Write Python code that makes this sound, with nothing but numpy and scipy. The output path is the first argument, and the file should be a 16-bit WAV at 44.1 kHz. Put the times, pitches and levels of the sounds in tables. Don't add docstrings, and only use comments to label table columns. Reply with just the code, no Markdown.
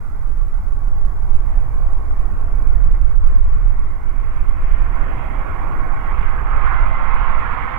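import sys
import numpy as np
from scipy import signal
from scipy.fft import rfft, irfft, next_fast_len
from scipy.io import wavfile
from scipy.ndimage import uniform_filter1d, minimum_filter1d, map_coordinates

SR = 44100
rng = np.random.default_rng(int(sys.argv[2]) if len(sys.argv) > 2 else 0)


def dump_mix(stems):
    frames = np.atleast_2d(stems).T
    limited = np.clip(frames, -1, 1)
    pcm = np.round(limited * 32767).astype(np.int16)
    wavfile.write(sys.argv[1], SR, pcm)


N = 343098
TIME = np.arange(N) / SR
FFT_SIZE = next_fast_len(N)
BIN_HZ = np.maximum(np.arange(FFT_SIZE // 2 + 1) * SR / FFT_SIZE, 1)


def from_db(db):
    return 10 ** (np.asarray(db) / 20)


def in_time(rows):
    seconds, *columns = np.transpose(rows)
    return [np.interp(TIME, seconds, column) for column in columns]


def drift(rate):
    count = 8192
    hz = np.arange(count // 2 + 1) * SR / N
    spectrum = rfft(rng.standard_normal(count))
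    slow = irfft(spectrum / (1 + (hz / rate) ** 4))
    return np.interp(np.arange(N) * count / N, np.arange(count), slow / slow.std())


def delayed(x, lag_ms):
    position = (TIME - lag_ms / 1000) * SR
    return map_coordinates(x, [position], order=3, mode="mirror")


def swelling_noise(colour, parts, levels_db, flutter_db):
    colour_hz, colour_db = np.transpose(colour)
    log_hz = np.log(BIN_HZ)
    gain = from_db(np.interp(log_hz, np.log(colour_hz), colour_db))
    spectrum = rfft(rng.standard_normal(FFT_SIZE)) * gain
    centres = np.log([np.sqrt(low * high) for low, high, trim_db in parts])
    out = np.zeros(N)
    for (low, high, trim_db), level_db, own in zip(parts, levels_db, np.eye(len(parts))):
        share = np.interp(log_hz, centres, own)
        band = spectrum[(BIN_HZ > low) & (BIN_HZ < high)]
        band_rms = np.sqrt(2 * np.sum(np.abs(band) ** 2)) / FFT_SIZE
        part = irfft(spectrum * share, FFT_SIZE)[:N] / band_rms
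        out += part * from_db(level_db + trim_db + flutter_db * drift(27))
    return out


# time in seconds, level in dB.
HISS_LEVEL = [(0, -61.5), (2.3, -61), (3.9, -63.3), (5.8, -61), (7.1, -64), (7.78, -63.5)]


def recorder_hiss():
    level_db, = in_time(HISS_LEVEL)
    return from_db(level_db) * rng.standard_normal((2, N))


# time in seconds, level of the large eddies in dB before trim.
GUST_LEVEL = [(0, -22), (.75, -17), (1.95, -14.5), (2.3, -19), (2.8, -11.5), (3.45, -10), (3.95, -18),
              (4.35, -17), (4.62, -12.5), (5.1, -18.5), (5.62, -21), (6.05, -19.5), (6.35, -14),
              (6.85, -15), (7.4, -18), (7.78, -26)]
# low and high edge in Hz of the band that sets the level, trim in dB.
EDDY_BANDS = [(21.1, 130, 1), (49.9, 81, 0.35)]
# frequency in Hz, relative density in dB per Hz.
WIND_SPECTRUM = [(2, -15.5), (8, 0), (17, -1), (30, -3.5), (50, -13), (80, -21.5), (120, -32.5),
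                 (250, -66.5), (500, -57), (1500, -100)]
SMALL_EDDY_DB, SMALL_EDDY_FOLLOWS = -27.5, 0.63
LEFT_WIND_DB = -8


def wind():
    gust_db, = in_time(GUST_LEVEL)
    small_db = SMALL_EDDY_DB + SMALL_EDDY_FOLLOWS * (gust_db - gust_db.mean())
    levels_db = [gust_db, small_db]
    left, right = [swelling_noise(WIND_SPECTRUM, EDDY_BANDS, levels_db, flutter_db=0.84) for port in range(2)]
    return np.array([from_db(LEFT_WIND_DB) * left, right])


def scattered(x, t60):
    decay = from_db(-60 * TIME[:SR // 2] / t60)
    tails = rng.standard_normal((2, SR // 2)) * decay
    tails /= np.linalg.norm(tails, axis=1, keepdims=True)
    return signal.fftconvolve(x[None], tails, axes=1)[:, :N]


# time in seconds, lag in ms.
REFLECTION_LAG = [(0, 2.45), (5.6, 2.72), (6.6, 2.23), (7.3, 4.32), (7.78, 3.76)]


def over_ground(x, echo_db, grass_hz):
    lag_ms, = in_time(REFLECTION_LAG)
    dulling = signal.butter(1, grass_hz, fs=SR, output="sos")
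    echo = signal.sosfilt(dulling, delayed(x, lag_ms))
    return x + from_db(echo_db) * echo


def through_air(x, depth, detour_ms, wander_ms, above_hz):
    high_pass = signal.butter(1, above_hz, "high", fs=SR, output="sos")
    treble = signal.sosfilt(high_pass, x)
    for path in (1, 2):
        lag_ms = path * detour_ms + wander_ms * drift(3.7)
        x = x + depth * drift(4.7) * delayed(treble, lag_ms)
    return x


FADE_DB, FADES_PER_S = 1.5, 1.5


def blade_tone(pitch_hz, level_db, scatter, waver_hz, skirt_db, octave_db=-np.inf):
    phase = 2 * np.pi * np.cumsum(pitch_hz + waver_hz * drift(7.9)) / SR
    shake = 1 + scatter * (drift(6.8) + 1j * drift(8.2))
    skirt = from_db(skirt_db) * (drift(40) + 1j * drift(40))
    fundamental = (shake + skirt) * np.exp(1j * phase)
    octave = from_db(octave_db) * shake * np.exp(2j * phase)
    fading = from_db(level_db + FADE_DB * drift(FADES_PER_S))
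    return np.sqrt(2) * fading * (fundamental + octave).real


# time in seconds, first fan in Hz, second fan in Hz.
FAN_TONES = [(0, 1126, 1151), (2, 1095, 1126), (3.6, 1093, 1123), (5.5, 1076, 1103), (6.25, 1067, 1094),
             (6.7, 1062, 1083), (7.1, 1060, 1082), (7.78, 1063, 1092)]
# time in seconds, low whine in Hz, high whine in Hz.
COMPRESSOR_TONES = [(0, 2088, 2470), (2, 2077, 2362), (5.2, 2086, 2284), (6.8, 2063, 2255),
                    (7.3, 2053, 2262), (7.78, 2061, 2296)]
# time in seconds, dB by which the first rises and the second falls.
FAN_TURNS = [(0, -1), (1.6, 6), (2.5, 2.5), (3.6, -1), (4.6, -0.5), (5, 4), (5.6, -4.5), (6.25, -4),
             (6.75, 4.5), (7.2, -0.5), (7.78, 0.5)]
FIRST_FAN_DB, SECOND_FAN_DB = -32.5, -33
LOW_WHINE_DB, HIGH_WHINE_DB = -43.5, -55.5
WHINE_FOLLOWS = 1.14


def engine_tones(swell_db, clear_db):
    first_hz, second_hz = in_time(FAN_TONES)
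    low_hz, high_hz = in_time(COMPRESSOR_TONES)
    balance_db, = in_time(FAN_TURNS)
    first_db = FIRST_FAN_DB + swell_db + balance_db
    second_db = SECOND_FAN_DB + swell_db - balance_db
    carry_db = WHINE_FOLLOWS * clear_db
    fans = blade_tone(first_hz, first_db, scatter=.22, waver_hz=.6, skirt_db=-19, octave_db=clear_db - 22)
    fans += blade_tone(second_hz, second_db, scatter=.25, waver_hz=.8, skirt_db=-17, octave_db=clear_db - 10)
    whines = blade_tone(low_hz, LOW_WHINE_DB + carry_db, scatter=.35, waver_hz=2.0, skirt_db=-15)
    whines += blade_tone(high_hz, HIGH_WHINE_DB + carry_db, scatter=.3, waver_hz=1.5, skirt_db=-16)
    return fans + whines


# time in seconds, exhaust in dB, air over flaps and gear in dB, before trim.
ROAR_LEVEL = [(0, -45.5, -48.5), (1.8, -42, -39), (2.7, -39, -41.5), (3.4, -40.5, -44.5), (4, -43, -45.5),
              (4.6, -40.5, -41), (5.05, -36, -34.5), (5.7, -35, -32.5), (6, -37, -36), (6.9, -38.5, -29),
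              (7.78, -38, -32.5)]
# time in seconds, level in dB before trim.
RUSH_LEVEL = [(0, -46), (.6, -48), (2.25, -45.5), (2.8, -43.5), (4, -43.5), (4.75, -39.5), (4.98, -34.5),
              (5.2, -37.5), (5.55, -33), (6.15, -33), (6.45, -30.5), (6.7, -23.5), (6.93, -31.5),
              (7.1, -26.5), (7.78, -27)]
# time in seconds, level in dB before trim.
TREBLE_LEVEL = [(0, -72.5), (1.2, -71), (1.5, -64), (1.85, -68), (2.5, -64.5), (4.05, -64), (4.25, -57.5),
                (4.55, -57.5), (4.75, -52), (4.9, -55.5), (5.2, -50), (5.87, -56.5), (6.23, -48),
                (6.42, -54.5), (6.67, -45), (6.97, -48.5), (7.12, -45.5), (7.78, -46)]
# low and high edge in Hz of the band that sets the level, trim in dB.
ROAR_PARTS = [(87.5, 161, -1.5), (220, 492, 0.36), (525, 986, 0.34), (1174, 1640, -0.4),
              (2583, 2900, -0.44), (3710, 6800, -21.5)]
# frequency in Hz, relative density in dB per Hz.
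JET_SPECTRUM = [(45, -21.5), (95, 0), (140, -1.5), (200, -9), (340, -12.5), (500, -7.5), (800, -2),
                (1150, -2.5), (1400, -2.5), (2000, -10.5), (2500, -16), (3200, -27), (4000, -36.5),
                (6500, -67.5)]
RUMBLE_DB, RUMBLE_FOLLOWS = -35, .5
RUSH_NEAR_DB, TREBLE_NEAR_DB = -25, -46
FAN_FOLLOWS = 1.075
EDGE_OPENS_DB_PER_S, EDGE_OPEN_S = 5.5, 7.25


def airliner():
    exhaust_db, airframe_db = in_time(ROAR_LEVEL)
    rush_db, = in_time(RUSH_LEVEL)
    treble_db, = in_time(TREBLE_LEVEL)
    rumble_db = RUMBLE_DB + RUMBLE_FOLLOWS * (exhaust_db - exhaust_db.mean())
    edge_db = treble_db + EDGE_OPENS_DB_PER_S * (TIME - EDGE_OPEN_S)
    levels_db = [rumble_db, exhaust_db, airframe_db, rush_db, treble_db, edge_db]
    roar = swelling_noise(JET_SPECTRUM, ROAR_PARTS, levels_db, flutter_db=0.5)
    roar = through_air(roar, depth=.18, detour_ms=.75, wander_ms=.12, above_hz=1400)
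    roar = over_ground(roar, echo_db=-13, grass_hz=1000)
    swell_db = FAN_FOLLOWS * (rush_db - RUSH_NEAR_DB)
    clear_db = treble_db - TREBLE_NEAR_DB
    return roar + engine_tones(swell_db, clear_db)


LEFT_JET_DB, PORT_LAG_MS = -12, 0.897


def scene():
    jet = airliner()
    left = from_db(LEFT_JET_DB) * delayed(jet, PORT_LAG_MS)
    direct = np.array([left, jet])
    diffuse = from_db(-23) * scattered(jet, t60=.35)
    return direct + diffuse + wind() + recorder_hiss()


CUTOFF_HZ = 15760


def record(dry):
    size = SR // 25
    room_left = 1 / np.maximum(np.abs(dry).max(axis=0), 1)
    gain = uniform_filter1d(minimum_filter1d(room_left, size), size)
    gain *= np.sin(np.pi / 2 * np.minimum(TIME / .008, 1)) ** 2
    low_pass = signal.ellip(12, .1, 80, CUTOFF_HZ, fs=SR, output="sos")
    return signal.sosfilt(low_pass, dry * gain)


dry = scene()
out = record(dry)
dump_mix(out)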